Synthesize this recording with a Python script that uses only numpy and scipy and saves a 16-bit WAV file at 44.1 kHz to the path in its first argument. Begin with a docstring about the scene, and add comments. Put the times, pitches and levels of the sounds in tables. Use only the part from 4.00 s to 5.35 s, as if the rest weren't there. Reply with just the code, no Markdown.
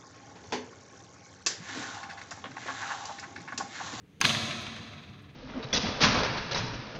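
"""A wooden board breaks under a kick, several metres from the microphone in a large sports hall.
The foot slaps the wood, the fibres snap within milliseconds and the halves ring briefly. Hard surfaces
throw the crack back, and the hall rings on over soft thuds of feet on the floor, faint swishes of a
uniform and a low room rumble. The microphone rounds off the highest peaks."""
import sys
import numpy as np
from scipy import signal
from scipy.fft import rfft, irfft
from scipy.io import wavfile

SR = 44100
rng = np.random.default_rng(int(sys.argv[2]) if len(sys.argv) > 2 else 0)


def generate_wav(signal):
    """Clip the signal to [-1, 1] and save it as 16-bit WAV at the path in sys.argv[1]."""
    frames = np.transpose(np.atleast_2d(signal))
    scaled = np.clip(frames, -1, 1) * 32767
    pcm = np.round(scaled).astype(np.int16)
    wavfile.write(sys.argv[1], SR, pcm)


N = 59535
T = np.arange(N) / SR
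HZ = np.maximum(np.arange(N + 1) * SR / (2 * N), 1)   # bins of an FFT padded to 2 N
SLAP_S, CRACK_S, HALL_ONSET_S = 0.2043, 0.2129, 0.232   # arrivals at the microphone

# The foot on the wood. Each row: frequency in Hz, relative level in dB.
SLAP_SPECTRUM = [(60, -3), (220, 10.5), (450, 2), (1000, -13), (3000, -5.5), (6400, -11), (7800, -16),
                 (15000, -23.5)]
# The fibres giving way. Each row: frequency in Hz, relative level in dB.
CRACK_SPECTRUM = [(200, -33), (600, -25), (1050, -9), (1350, -13), (1640, -9), (2000, -2), (2700, 5),
                  (3600, -13), (5000, -0.5), (5450, -11), (6300, 1.5), (6800, -37), (7700, -27),
                  (8500, -13.5), (9700, -17), (11000, -25), (15500, -30)]
# The ring of the halves. Each row: frequency in Hz, relative level in dB, T60 in seconds.
BOARD_MODES = [(795, -11, 0.077), (986, -8, .05), (1087, -4.5, 0.062), (1633, 0.5, 0.051),
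               (2654, -9, 0.075), (2912, -2.5, 0.044), (3210, -6, 0.047), (3990, -12, 0.035),
               (4800, -20, 0.017), (6480, -7, 0.034), (6970, -19, 0.12)]
# Strong early echoes off hard surfaces. Each row: start in seconds, level in dB, hold in seconds.
EARLY_ECHOES = [(0.2415, -27.5, 0.0036), (0.2466, -20, 0.003), (0.2514, -12.5, 0.0021)]
# The tone of those echoes and of nearby scatter. Each row: frequency in Hz, relative level in dB.
EARLY_SPECTRUM = [(200, -14.5), (520, -20.5), (900, 1), (1300, 3), (1900, -1.5), (2500, -2), (3000, 0),
                  (3500, 4), (4300, 0.5), (5500, -13), (6300, -6.5), (7200, -31), (9500, -27), (12500, -31),
                  (15500, -33)]
# Weaker, duller returns. Each row: start in seconds, level in dB, ringing frequency in Hz.
LATE_ECHOES = [(.293, -24.5, 3070), (0.304, -27.5, 2500), (0.3475, -27, 1950), (0.507, -32.5, 2400),
               (0.666, -39, 2230), (0.7627, -41, 1770), (0.934, -48.5, 1990), (1.032, -54, 3350)]
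# The tone of the late returns. Each row: frequency in Hz, relative level in dB.
LATE_SPECTRUM = [(300, -13.5), (1000, 0), (1800, -1.5), (2800, 1), (3500, 0.5), (4800, -17), (7000, -18.5),
                 (14000, -47)]
# The boom of the kick, then feet on the floor.
# Each row: start in seconds, relative level in dB, frequency in Hz above which the blow weakens.
THUDS = [(.236, -26.5, 350), (0.294, -34, 260), (.357, -30.5, 260), (0.419, -32.5, 130), (0.577, -39, 109),
         (.668, -38, 110), (.785, -39, 160), (.948, -48, 160), (1.089, -36, 100), (1.155, -49.5, 150)]
# The floor's boom. Each row: frequency in Hz, relative level in dB, T60 in seconds.
FLOOR_MODES = [(86, -3.5, 0.1), (112, -1, .14), (139.7, 0, 0.13), (201, -7.5, 0.26), (370, -7.5, 0.18)]
# The hall's reverberation. Each row: frequency in Hz, relative level in dB.
HALL_SPECTRUM = [(30, -25), (60, -7.5), (100, -10), (170, -4), (275, 4), (420, -7.5), (520, -5.5), (760, 0),
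                 (890, -7), (1050, 2.5), (1500, -3), (2300, -2), (3030, -1.5), (3500, 7), (4150, 6),
                 (5350, -5.5), (6500, 0), (7300, -14), (9200, -13.5), (11000, -22.5), (12500, -22),
                 (15500, -44)]
# How long the hall rings. Each row: frequency in Hz, T60 in seconds.
HALL_DECAY = [(80, 7), (210, 3.54), (560, 2.01), (1500, 2.5), (3800, 1.757), (6500, 1.46), (10000, 0.89),
              (15000, 0.79)]
# Peaks and dips in the echoes and tail: low hall notes, the board's ring above.
# Each row: centre in Hz, width in Hz, lift in dB.
TAIL_COLOUR = [(98, 16, 13), (140.9, 12, 15), (203, 45, 5.5), (305, 19, -2), (360, 12, 8.5),
               (483.9, 10, 12), (594, 40, 9), (699.5, 52, 7.5), (1000, 34, 2), (1304, 20, 6.5),
               (1700, 110, 4.5), (2004, 59, 5), (2226, 40, 7), (2562, 227, 6), (3192, 61, 3.5),
               (3678, 31, -11), (4350, 130, -4.5)]
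# Low notes that the hall holds. Each row: frequency in Hz, level in dB, T60 in seconds.
STANDING_WAVES = [(100.9, -45.5, 3.3), (222.7, -38.5, 2.26), (230.1, -43.5, 2.26), (369.5, -49.5, 2.37)]
# Cloth on the swinging leg. Each row: frequency in Hz, relative level in dB.
SWING_SPECTRUM = [(500, -24), (1200, -12), (2100, 1), (3500, 1), (5200, -12), (6400, -2), (7600, -22),
                  (15000, -34)]
# Swishes of the uniform after the kick. Each row: centre in seconds, level in dB, half length in seconds.
SWISHES = [(.622, -65.5, 0.015), (1.225, -76, .007)]
# Cloth brushing cloth. Each row: frequency in Hz, relative level in dB.
SWISH_SPECTRUM = [(3000, -12), (9000, 8), (12000, 3.5), (15000, -4), (16000, -15)]
# The hall's room tone. Each row: frequency in Hz, relative level in dB.
ROOM_SPECTRUM = [(25, -28), (45, -19.5), (80, 0.5), (130, -2), (200, -4), (250, -14.5), (295, -5.5),
                 (360, -24), (440, -9.5), (520, -20), (620, -25), (900, -29.5), (2200, -29.5), (4000, -37),
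                 (5500, -44.5), (10000, -47), (15000, -51.5)]


def board_break():
    """Several metres off, the foot slaps, fibres snap, the halves ring; floor and people scatter it."""
    slap = knock(SLAP_S, db=-38.5, hold_s=0, t60=0.42, spectrum=SLAP_SPECTRUM)
    snaps = knock(CRACK_S, db=-15.5, hold_s=0.0013, t60=0.0095, spectrum=CRACK_SPECTRUM, per_s=11000)
    scatter = knock(CRACK_S + 0.0012, db=-29, hold_s=0, t60=0.17, spectrum=EARLY_SPECTRUM)
    halves = from_db(-23) * ring(CRACK_S, BOARD_MODES)
    return slap + snaps + scatter + halves


def echoes():
    """The crack returns to the microphone smeared: strong at first, then as dull claps in the tail."""
    early = sum(knock(start, db, hold_s, t60=0.0031, spectrum=EARLY_SPECTRUM, resonances=TAIL_COLOUR)
                for start, db, hold_s in EARLY_ECHOES)
    width_hz, lift_db = 250, 6.5
    late = 0
    for start, db, hz in LATE_ECHOES:
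        peak = (hz, width_hz, lift_db)
        late += knock(start, db, hold_s=0.0017, t60=0.067, spectrum=LATE_SPECTRUM, resonances=[peak])
    return early + late


def floor_thuds():
    """Soft blows boom in the floor, the softest mainly in its low modes; it radiates little deep bass."""
    boom = 0
    for start, db, top_hz in THUDS:
        modes = [(hz, db + mode_db - 10 * np.log10(1 + (hz / top_hz) ** 4), t60)
                 for hz, mode_db, t60 in FLOOR_MODES]
        boom += fade_in(start, rise_s=0.0028) * ring(start, modes)
    bass_cut = signal.butter(2, 77.5, "high", fs=SR, output="sos")
    return signal.sosfilt(bass_cut, boom)


def hall_reverb():
    """Dense reflections build up around the microphone, then die band by band, the treble first."""
    build_s = 0.024
    age = T - HALL_ONSET_S - build_s
    first_reflections = from_db(-1) * decay(age, t60=0.26)
    # A flutter between facing walls stands out more and more as the tail thins.
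    period_s, crest_s, flutter_above_hz = 0.0523, 1.144, 900
    flutter_db = 2.9 * age ** 2 * np.cos(2 * np.pi * (T - crest_s) / period_s)
    noise_bins = rfft(colour(rng.standard_normal(N), HALL_SPECTRUM, TAIL_COLOUR), 2 * N)
    centres_hz = np.geomspace(50, 16000, num=18)
    reverb = 0
    for hz, weights in zip(centres_hz, np.eye(len(centres_hz))):
        triangle = np.interp(np.log(HZ), np.log(centres_hz), weights)
        band = irfft(noise_bins * triangle)[:N]
        tail = decay(age, at_hz(HALL_DECAY, hz)) * from_db(flutter_db * (hz > flutter_above_hz))
        reverb += band * np.hypot(tail, first_reflections)
    return from_db(-28.5) * fade_in(HALL_ONSET_S, build_s) * reverb


def standing_waves():
    """The hall's low notes swell after the blow and hum on."""
    return fade_in(HALL_ONSET_S, rise_s=0.07) * ring(HALL_ONSET_S, STANDING_WAVES)


def uniform_rustle():
    """Barely heard at this distance, cloth rustles as the leg speeds up, then brushes past itself."""
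    swing_start_s = 0.054
    swing = from_db(-70) * np.sqrt(fade_in(swing_start_s, SLAP_S - swing_start_s)) * (T < CRACK_S)
    brush = sum(from_db(db) * np.exp(-((T - centre) / half) ** 2) for centre, db, half in SWISHES)
    noise = rng.standard_normal(N)
    return swing * colour(noise, SWING_SPECTRUM) + brush * colour(noise, SWISH_SPECTRUM)


def room_tone():
    """The hall's steady low rumble and faint hiss lie under everything."""
    return from_db(-55) * colour(rng.standard_normal(N), ROOM_SPECTRUM)


def knock(start, db, hold_s, t60, spectrum, resonances=(), per_s=SR):
    """Tiny clicks of random sign hold their level, then die; once coloured, they keep their energy."""
    envelope = (T >= start) * decay(T - start - hold_s, t60)
    clicks = rng.choice([-1, 1], N) * (rng.random(N) < per_s / SR) * envelope
    rms = from_db(db) * np.sqrt(np.mean(envelope ** 2))
    return rms * unit_rms(colour(clicks, spectrum, resonances))


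def ring(start, modes):
    """Struck modes: dying sines, neighbours of opposite sign."""
    age = np.maximum(T - start, 0)
    return sum((-1) ** k * from_db(db) * decay(age, t60) * np.sin(2 * np.pi * hz * age)
               for k, (hz, db, t60) in enumerate(modes))


def colour(x, spectrum, resonances=()):
    """Minimum-phase filter with the given spectrum and resonances, at unit power gain."""
    peaks_db = sum(lift * np.exp(-((HZ - hz) / width) ** 2) for hz, width, lift in resonances)
    gain = unit_rms(from_db(at_hz(spectrum, HZ) + peaks_db))
    cepstrum = irfft(np.log(gain))
    cepstrum[1:N] *= 2   # folded onto positive time, so nothing sounds ahead of its cause
    cepstrum[N + 1:] = 0
    return irfft(rfft(x, 2 * N) * np.exp(rfft(cepstrum)))[:N]


def fade_in(start, rise_s):
    """A straight rise from silence to full level."""
    return np.clip((T - start) / rise_s, 0, 1)


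def decay(age, t60):
    """Full level until age zero, then down 60 dB every t60 seconds."""
    return from_db(-60 * np.maximum(age, 0) / t60)


def at_hz(points, hz):
    """Read a table on a log-frequency axis."""
    table_hz, values = np.transpose(points)
    return np.interp(np.log(hz), np.log(table_hz), values)


def from_db(db):
    """Decibels to gain."""
    return 10 ** (np.asarray(db) / 20)


def unit_rms(x):
    """Scale to unit rms."""
    return x / np.sqrt(np.mean(x ** 2) + 1e-20)


def scene():
    """The break and the hall as they reach one microphone."""
    blows = board_break() + echoes() + floor_thuds()
    return (blows + hall_reverb() + standing_waves() + uniform_rustle() + room_tone())[None]


def record(dry):
    """The microphone rounds the highest peaks, and the top treble is cut steeply."""
    ceiling, cutoff_hz = 0.42, 15750
    rounded = dry / (1 + (dry / ceiling) ** 6) ** (1 / 6)
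    treble_cut = signal.ellip(10, 0.1, 80, cutoff_hz, fs=SR, output="sos")
    return signal.sosfilt(treble_cut, rounded)


dry = scene()
out = record(dry)
generate_wav(out)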